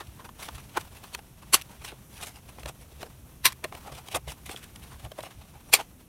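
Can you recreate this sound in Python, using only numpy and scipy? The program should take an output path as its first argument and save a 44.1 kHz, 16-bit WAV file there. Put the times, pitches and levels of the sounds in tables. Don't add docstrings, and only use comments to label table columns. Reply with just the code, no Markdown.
import sys
import numpy as np
from scipy import signal
from scipy.fft import rfft, irfft, next_fast_len
from scipy.io import wavfile
from scipy.ndimage import uniform_filter1d

SR = 44100
rng = np.random.default_rng(int(sys.argv[2]) if len(sys.argv) > 2 else 0)


def pcm_store(signal):
    levels = np.round(np.clip(np.atleast_2d(signal), -1, 1) * 32767)
    wavfile.write(sys.argv[1], SR, levels.astype(np.int16).T)


def gain_from_decibels(decibels):
    exponent = np.asarray(decibels, float) / 20
    return 10 ** exponent


N = 268108
SIZE, LEAD = 8192, 2048


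def unit(x):
    return x / np.sqrt(np.mean(x ** 2))


def tone(points, size):
    hz, db = np.transpose(points)
    bins_hz = np.fft.rfftfreq(size, 1 / SR) + 1
    return gain_from_decibels(np.interp(np.log(bins_hz), np.log(hz), db))


def ring(modes, size):
    f = np.fft.rfftfreq(size, 1 / SR) + 1
    response = 0
    for k, (hz, width_hz, db) in enumerate(modes):
        response = response + (-1) ** k * gain_from_decibels(db) / (1 + 1j * (f - hz ** 2 / f) / max(width_hz, 10))
    return response


def causal(gain):
    cep = irfft(np.log(np.abs(gain) + 1e-9))
    cep[1:len(cep) // 2] *= 2
    cep[len(cep) // 2 + 1:] = 0
    return np.exp(rfft(cep))


def colour(x, response):
    return irfft(rfft(x) * response / np.sqrt(np.mean(np.abs(response) ** 2)), len(x))


def noise(points):
    size = next_fast_len(N)
    return colour(rng.standard_normal(size), tone(points, size))[:N]


def walk(rate, size):
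    hold = max(int(1 / rate), 1)
    levels = np.repeat(rng.standard_normal(size // hold + 1), hold)
    return unit(uniform_filter1d(uniform_filter1d(levels, hold), hold)[:size])


def swell(rise_ms, fall_ms, drop_db):
    ms = (np.arange(SIZE) - LEAD) / SR * 1000
    rise = (-ms / max(rise_ms, .5)) ** 1.16
    fall = (ms / max(fall_ms, .5)) ** 1.06
    return gain_from_decibels(-drop_db * np.where(ms < 0, rise, fall))


def window(before_ms, after_ms):
    ms = (np.arange(SIZE) - LEAD) / SR * 1000
    return np.clip(1 - np.where(ms < 0, ms / before_ms, ms / after_ms) ** 2, 0, 1)


def add(out, s, sound):
    out[int(s * SR):int(s * SR) + SIZE] += sound


# frequency in Hz, level in dB per Hz.
AIR_TONE = [(12, -44), (20, -4), (60, -1), (134, -1.5), (200, -2), (515, -16.5), (1410, -24), (2840, -35.5),
            (4700, -38), (5890, -26), (7400, -29), (11800, -23.5), (15300, -29.5), (16000, -43)]
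# frequency in Hz, width in Hz, level in dB.
RUMBLE_MODES = [(61.4, 30, -2), (142.7, 38, -4.5)]
# time in seconds, level in dB.
BUMPS = [(0.1, -44), (0.17, -46), (0.56, -45.5), (0.81, -49), (0.93, -51), (2.25, -46), (2.66, -42.5),
         (2.8, -50), (3.01, -45), (3.22, -47), (3.46, -49), (3.93, -45), (4.16, -39), (4.28, -41),
         (4.49, -46), (4.92, -52), (5.06, -40.5), (5.4, -46), (5.93, -53)]


def room():
    air_db, rumble_db, bump_ms = -54, -50, 28.5
    hush_s, hush_db = 5.83, -23.5
    size, t = next_fast_len(N), np.arange(N) / SR
    air = noise(AIR_TONE) * gain_from_decibels(air_db + 1.1 * walk(8 / SR, N))
    shake = gain_from_decibels(rumble_db + hush_db * np.clip((t - hush_s) / 0.027, 0, 1))
    for s, db in BUMPS:
        shake = shake + gain_from_decibels(db) * np.exp(-((t - s) * 1000 / bump_ms) ** 2)
    rumble = colour(rng.standard_normal(size), ring(RUMBLE_MODES, size) ** 2)[:N]
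    return air + rumble * shake * gain_from_decibels(-4.5 + 2.2 * walk(14 / SR, N))


# time in seconds, level in dB.
SLIDE = [(0.0, -56.5), (0.29, -69.5), (0.44, -51), (0.53, -52), (0.62, -62), (0.9, -57.5), (1.3, -65),
         (1.74, -60.5), (2.1, -66.5), (2.4, -63), (3.3, -66), (3.73, -61), (3.9, -57), (4.2, -62),
         (4.5, -61.5), (5.2, -61), (5.7, -65.5), (6.08, -71)]
# frequency in Hz, level in dB per Hz.
FLEX_TONE = [(150, -21.5), (350, 0), (750, 6), (1100, 4), (1800, -3.5), (3000, -5.5), (6000, -10)]
# frequency in Hz, level in dB per Hz.
EDGE_TONE = [(700, -27.5), (1500, -4.5), (2600, 2), (3800, -1), (4900, -7), (5700, -3.5), (7000, -9),
             (9300, -4), (12800, -10.5), (16100, -16.5)]


def card_slide():
    hiss_rest_db, hiss_follows = -63.5, .45
    s, db = np.transpose(SLIDE)
    flex_db = np.interp(np.arange(N) / SR, s, db)
    hiss_db = hiss_rest_db + hiss_follows * (flex_db - np.mean(flex_db))
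    shared_db = 1.8 * walk(45 / SR, N)
    flex = noise(FLEX_TONE) * gain_from_decibels(flex_db + shared_db + 3.7 * walk(120 / SR, N))
    return flex + noise(EDGE_TONE) * gain_from_decibels(hiss_db + shared_db)


def touch(rise_ms, fall_ms, knock_size, early_ms):
    crackle_per_s, crackle_size = 500, 3.4
    knock = np.clip(1.5 - (rise_ms + fall_ms) / 12, 0, 1)
    grit = gain_from_decibels(1.92 * walk(700 / SR, SIZE) + 1.15 * walk(4000 / SR, SIZE))
    crackle = rng.random(SIZE) < crackle_per_s / SR
    grit = grit * (1 + crackle_size * (1 - knock) * crackle)
    force = rng.standard_normal(SIZE) * grit * swell(rise_ms - 2.85 * knock, fall_ms, drop_db=8.5)
    force[LEAD] += knock_size * knock
    return np.roll(force, -int(early_ms * knock * SR / 1000))


def contacts(rows, sheet_ms, edge_ms, bright_db=0):
    sheet_lag_ms, bright_scatter_db, body_db = 1.4, 2.5, -8.5
    out = np.zeros(N + SIZE)
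    for s, sheet_db, edge_db, hz, *own_bright_db in rows:
        modes = [(350, 250, body_db), (hz, .24 * hz, 0),
                 (1.666 * hz, 0.33 * hz, -7), (3.05 * hz, 1.1 * hz, body_db - 6.5)]
        sheet = colour(touch(*sheet_ms, knock_size=11.9, early_ms=2.6), ring(modes, SIZE))
        add(out, s + sheet_lag_ms / 1000, gain_from_decibels(sheet_db) * sheet)
        free = gain_from_decibels(2.5 * walk(1 / 40, SIZE // 2 + 1))
        tilt_db = own_bright_db[0] if own_bright_db else bright_db
        tilt_db = tilt_db + bright_scatter_db * rng.standard_normal()
        tint = tone(EDGE_TONE, SIZE) * tone([(4000, 0), (6000, tilt_db)], SIZE) * free
        edge = colour(touch(*edge_ms, knock_size=2.75, early_ms=1.0), causal(tint))
        add(out, s, gain_from_decibels(edge_db) * edge)
    return out[LEAD:LEAD + N]


# peak in seconds, sheet level in dB, edge level in dB, card pitch in Hz.
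SCUFFS = [(0.006, -35.5, -47.5, 1100), (0.25, -42.5, -47.5, 915), (0.395, -43.5, -58, 925),
          (0.429, -54, -39.5, 1090), (0.552, -51.5, -44.5, 1050), (0.582, -45, -48, 990),
          (0.601, -70, -51.5, 900), (0.696, -62, -55.5, 900), (0.969, -53.5, -47.5, 900),
          (1.04, -48.5, -49.5, 1040), (1.425, -49.5, -54.5, 1030), (1.692, -55, -64, 900),
          (1.848, -41.5, -39.5, 1020), (1.925, -44.5, -65, 383), (2.212, -64, -43.5, 800),
          (2.488, -48, -50, 694), (2.598, -54, -49.5, 705), (3.063, -46.5, -53, 490),
          (3.741, -47, -55, 700), (3.891, -44.5, -63, 700), (3.922, -40.5, -49.5, 664),
          (4.076, -65, -50, 700), (4.116, -47, -43, 640), (4.282, -46.5, -41.5, 560),
          (4.463, -49, -42.5, 700), (4.998, -56, -52.5, 700), (5.187, -36, -46, 610),
          (5.231, -65, -44.5, 700), (5.31, -52, -51, 1040), (5.415, -49.5, -53, 896)]


def scuffs():
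    return contacts(SCUFFS, sheet_ms=(5.5, 11), edge_ms=(5.2, 12), bright_db=0.31)


# peak in seconds, sheet level in dB, edge level in dB, card pitch in Hz.
TICKS = [(0.072, -63, -46.5, 900), (0.292, -41.5, -63, 1050), (0.488, -33.5, -40, 1030),
         (1.15, -34, -28.5, 870), (1.192, -37.5, -54, 800), (1.615, -65, -39, 900),
         (1.621, -63, -35.5, 900), (1.92, -47, -46, 900), (2.586, -42, -60, 654), (2.634, -47, -41.5, 694),
         (2.66, -33.5, -37, 565), (2.92, -51.5, -61, 377), (3.031, -32, -33.5, 640),
         (3.524, -46, -36.5, 1120), (3.529, -65, -40.5, 900), (3.643, -41, -28, 1230),
         (3.7255, -35, -55, 730), (3.752, -37.5, -39, 685), (4.087, -41.5, -35.5, 770),
         (4.321, -44, -37.5, 900), (4.495, -33.5, -33, 500), (4.545, -40, -65, 410),
         (4.564, -58, -42.5, 1500), (4.277, -41, -47, 554), (4.761, -55, -40, 800),
         (5.051, -62, -42.5, 700), (5.119, -41.5, -39, 623), (5.208, -58, -40, 700), (5.237, -39, -50, 690)]


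def ticks():
    return contacts(TICKS, sheet_ms=(5, 4.4), edge_ms=(4, 2.5), bright_db=-3)


# peak in seconds, sheet level in dB, edge level in dB, card pitch in Hz.
DRAGS = [(0.202, -47.5, -62, 1050), (0.455, -66, -44, 900), (0.643, -65, -57, 910),
         (0.762, -42.5, -48.5, 920), (1.079, -64, -57.5, 900), (1.289, -68, -63, 905),
         (1.714, -53, -57, 905), (1.82, -53, -53, 895), (1.862, -60, -47, 1000), (1.888, -46.5, -43, 930),
         (2.135, -57, -52.5, 890), (2.173, -57, -46, 900), (2.275, -47, -41.5, 826), (2.362, -55, -52, 800),
         (2.553, -63, -61, 704), (2.818, -55.5, -54, 610), (2.922, -67, -59.5, 600),
         (3.021, -45, -50.5, 487), (3.871, -60, -56, 700), (3.955, -53, -47.5, 444),
         (4.13, -52, -45.5, 640), (4.3, -49.5, -50, 704), (4.516, -44.5, -42, 760),
         (4.575, -52, -49.5, 1490), (4.686, -81, -75, 900), (4.923, -48, -54, 1100),
         (5.044, -64, -55.5, 700), (5.259, -45, -47.5, 700), (5.553, -52, -64, 863),
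         (5.806, -54, -45.5, 800)]


def drags():
    return contacts(DRAGS, sheet_ms=(15, 19.5), edge_ms=(19, 19), bright_db=1.5)


# peak in seconds, sheet level in dB, edge level in dB, card pitch in Hz.
SWEEPS = [(0.408, -60, -45, 900), (0.432, -44, -50, 1080), (0.812, -49.5, -43, 1050), (1.14, -52, -48, 890),
          (1.185, -59, -54.5, 800), (2.205, -49.5, -63, 1100), (2.236, -43, -35, 720),
          (2.691, -40, -40, 744), (3.019, -50, -46.5, 513), (3.877, -41.5, -56, 814),
          (3.986, -44.5, -46.5, 830), (4.305, -54, -42, 700), (4.322, -60, -45.5, 800),
          (4.641, -50.5, -46, 1640), (4.838, -56, -48, 800), (5.06, -43.5, -66, 700),
          (5.698, -51.5, -51.5, 680), (5.801, -33, -50, 856)]


def sweeps():
    return contacts(SWEEPS, sheet_ms=(18.5, 8), edge_ms=(13, 7.5), bright_db=1.5)


# peak in seconds, sheet level in dB, edge level in dB, card pitch in Hz,
# brightness in dB above 5 kHz.
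KNOCKS = [
    (0.7733, -23, -33, 830, 14),
    (3.647, -30.5, -34.5, 623, -4),
    (4.15, -26.5, -26, 736, -1),
    (4.1584, -27.5, -28.5, 714, 14),
    (4.167, -28.5, -34.5, 747, 11),
]


def knocks():
    return contacts(KNOCKS, sheet_ms=(7.5, 6.5), edge_ms=(5.2, 5))


# time in seconds, level in dB, rise in ms, fall in ms, list of ringing in Hz.
SQUEAKS = [
    (0.776, -31, 5, 6, [1480]),
    (1.143, -39, 8, 7, [3200, 4400, 9100, 6200]),
    (4.463, -45, 5, 12, [2100, 3900, 6800]),
    (4.563, -43, 2, 2, [3300]),
]


def squeaks():
    out = np.zeros(N + SIZE)
    for s, db, rise_ms, fall_ms, rings_hz in SQUEAKS:
        die = ring([(hz, 150, -3.5 * k) for k, hz in enumerate(rings_hz)], SIZE)
        add(out, s, gain_from_decibels(db) * colour(touch(rise_ms, fall_ms, knock_size=21, early_ms=0.6), die))
    return out[LEAD:LEAD + N]


# peak in seconds, bass in dB, rise in ms, fall in ms, room tail in dB.
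BITES = [
    (1.545, 3, 9.9, 5.4, -34),
    (3.4566, -11.5, 3.4, 11.2, -35.5),
    (5.740, 1.5, 6, 8.4, -31.5),
]
# time in seconds, level in dB.
CRACKS = [
    (1.5431, -11),
    (1.5446, -5),
    (3.4574, -3),
    (5.7379, -6),
    (5.7388, -6),
    (5.7404, -4),
]
# frequency in Hz, width in Hz, level in dB.
SHELL = [
    [(387, 120, -8.5), (1100, 50, -1), (2940, 690, -7.5), (4450, 130, 2), (6010, 180, 2.5),
     (7900, 540, -0.5), (10250, 700, 2), (12100, 400, -1)],
    [(330, 150, 4.5), (1050, 88, 1), (1890, 270, -4.5), (2720, 320, -6.5), (3970, 280, 2.5),
     (5920, 400, -2.5), (8900, 660, -2), (12400, 750, 0)],
    [(407, 86, -1.5), (800, 340, -9), (2380, 320, -3.5), (4540, 460, -1), (5990, 200, -1), (7270, 200, 5),
     (9250, 430, 1), (13160, 1400, -5.5)],
]
# frequency in Hz, level in dB per Hz.
BITE_TONE = [(88, -34), (150, -22), (1040, -4), (1670, -5), (2420, -2.5), (3240, -5.5), (4430, -7),
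             (6560, -11.5), (8970, -9.5), (13300, -12.5), (16100, -22.5)]


def punch():
    tear_db, shell_fill = -12.5, 0.23
    opening_ms = 11.8
    out = np.zeros(N + SIZE)
    bite_tone = tone(BITE_TONE, SIZE)
    thin = tone([(500, -10.5), (2500, -5.5)], SIZE)
    dull = bite_tone * tone([(1000, -6.5), (14000, -12.5)], SIZE)
    for (s, bass_db, rise_ms, fall_ms, room_db), modes in zip(BITES, SHELL):
        shell = shell_fill + np.abs(ring(modes, SIZE))
        tint = bite_tone * tone([(700, bass_db), (1000, 0.0086)], SIZE) * shell
        before_ms = opening_ms + rise_ms
        shoulder = np.sqrt(swell(rise_ms, fall_ms, drop_db=11.5)) * window(before_ms, 46)
        force = 0.39 * swell(4.4, 3.9, drop_db=5) + 0.82 * shoulder
        grain = gain_from_decibels(1.8 * walk(1500 / SR, SIZE))
        tear = gain_from_decibels(tear_db) * force * grain * rng.standard_normal(SIZE)
        cracks = np.zeros(SIZE)
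        for crack_s, db in CRACKS:
            if abs(crack_s - s) < .02:
                cracks[LEAD + int((crack_s - s) * SR)] = -3.8 * gain_from_decibels(db)
        tail = gain_from_decibels(room_db) * swell(9.4, 28.6, drop_db=5.5) * window(before_ms, 100)
        tail = tail * gain_from_decibels(2.2 * walk(250 / SR, SIZE)) * rng.standard_normal(SIZE)
        add(out, s, colour(tear, causal(tint)))
        add(out, s, colour(cracks, causal(np.sqrt(tint) * thin)))
        add(out, s, colour(tail, dull))
    return out[LEAD:LEAD + N]


def scene():
    card = card_slide() + scuffs() + ticks() + drags() + sweeps() + knocks() + squeaks()
    return (room() + card + punch())[None]


def roll_off(x):
    return signal.sosfilt(signal.butter(12, 16290, fs=SR, output="sos"), x)


def record(dry):
    top = signal.ellip(8, .2, 70, 15800, fs=SR, output="sos")
    mix = np.clip(signal.sosfilt(top, dry), -.95, .95)
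    return roll_off(mix)


dry = scene()
out = record(dry)
pcm_store(out)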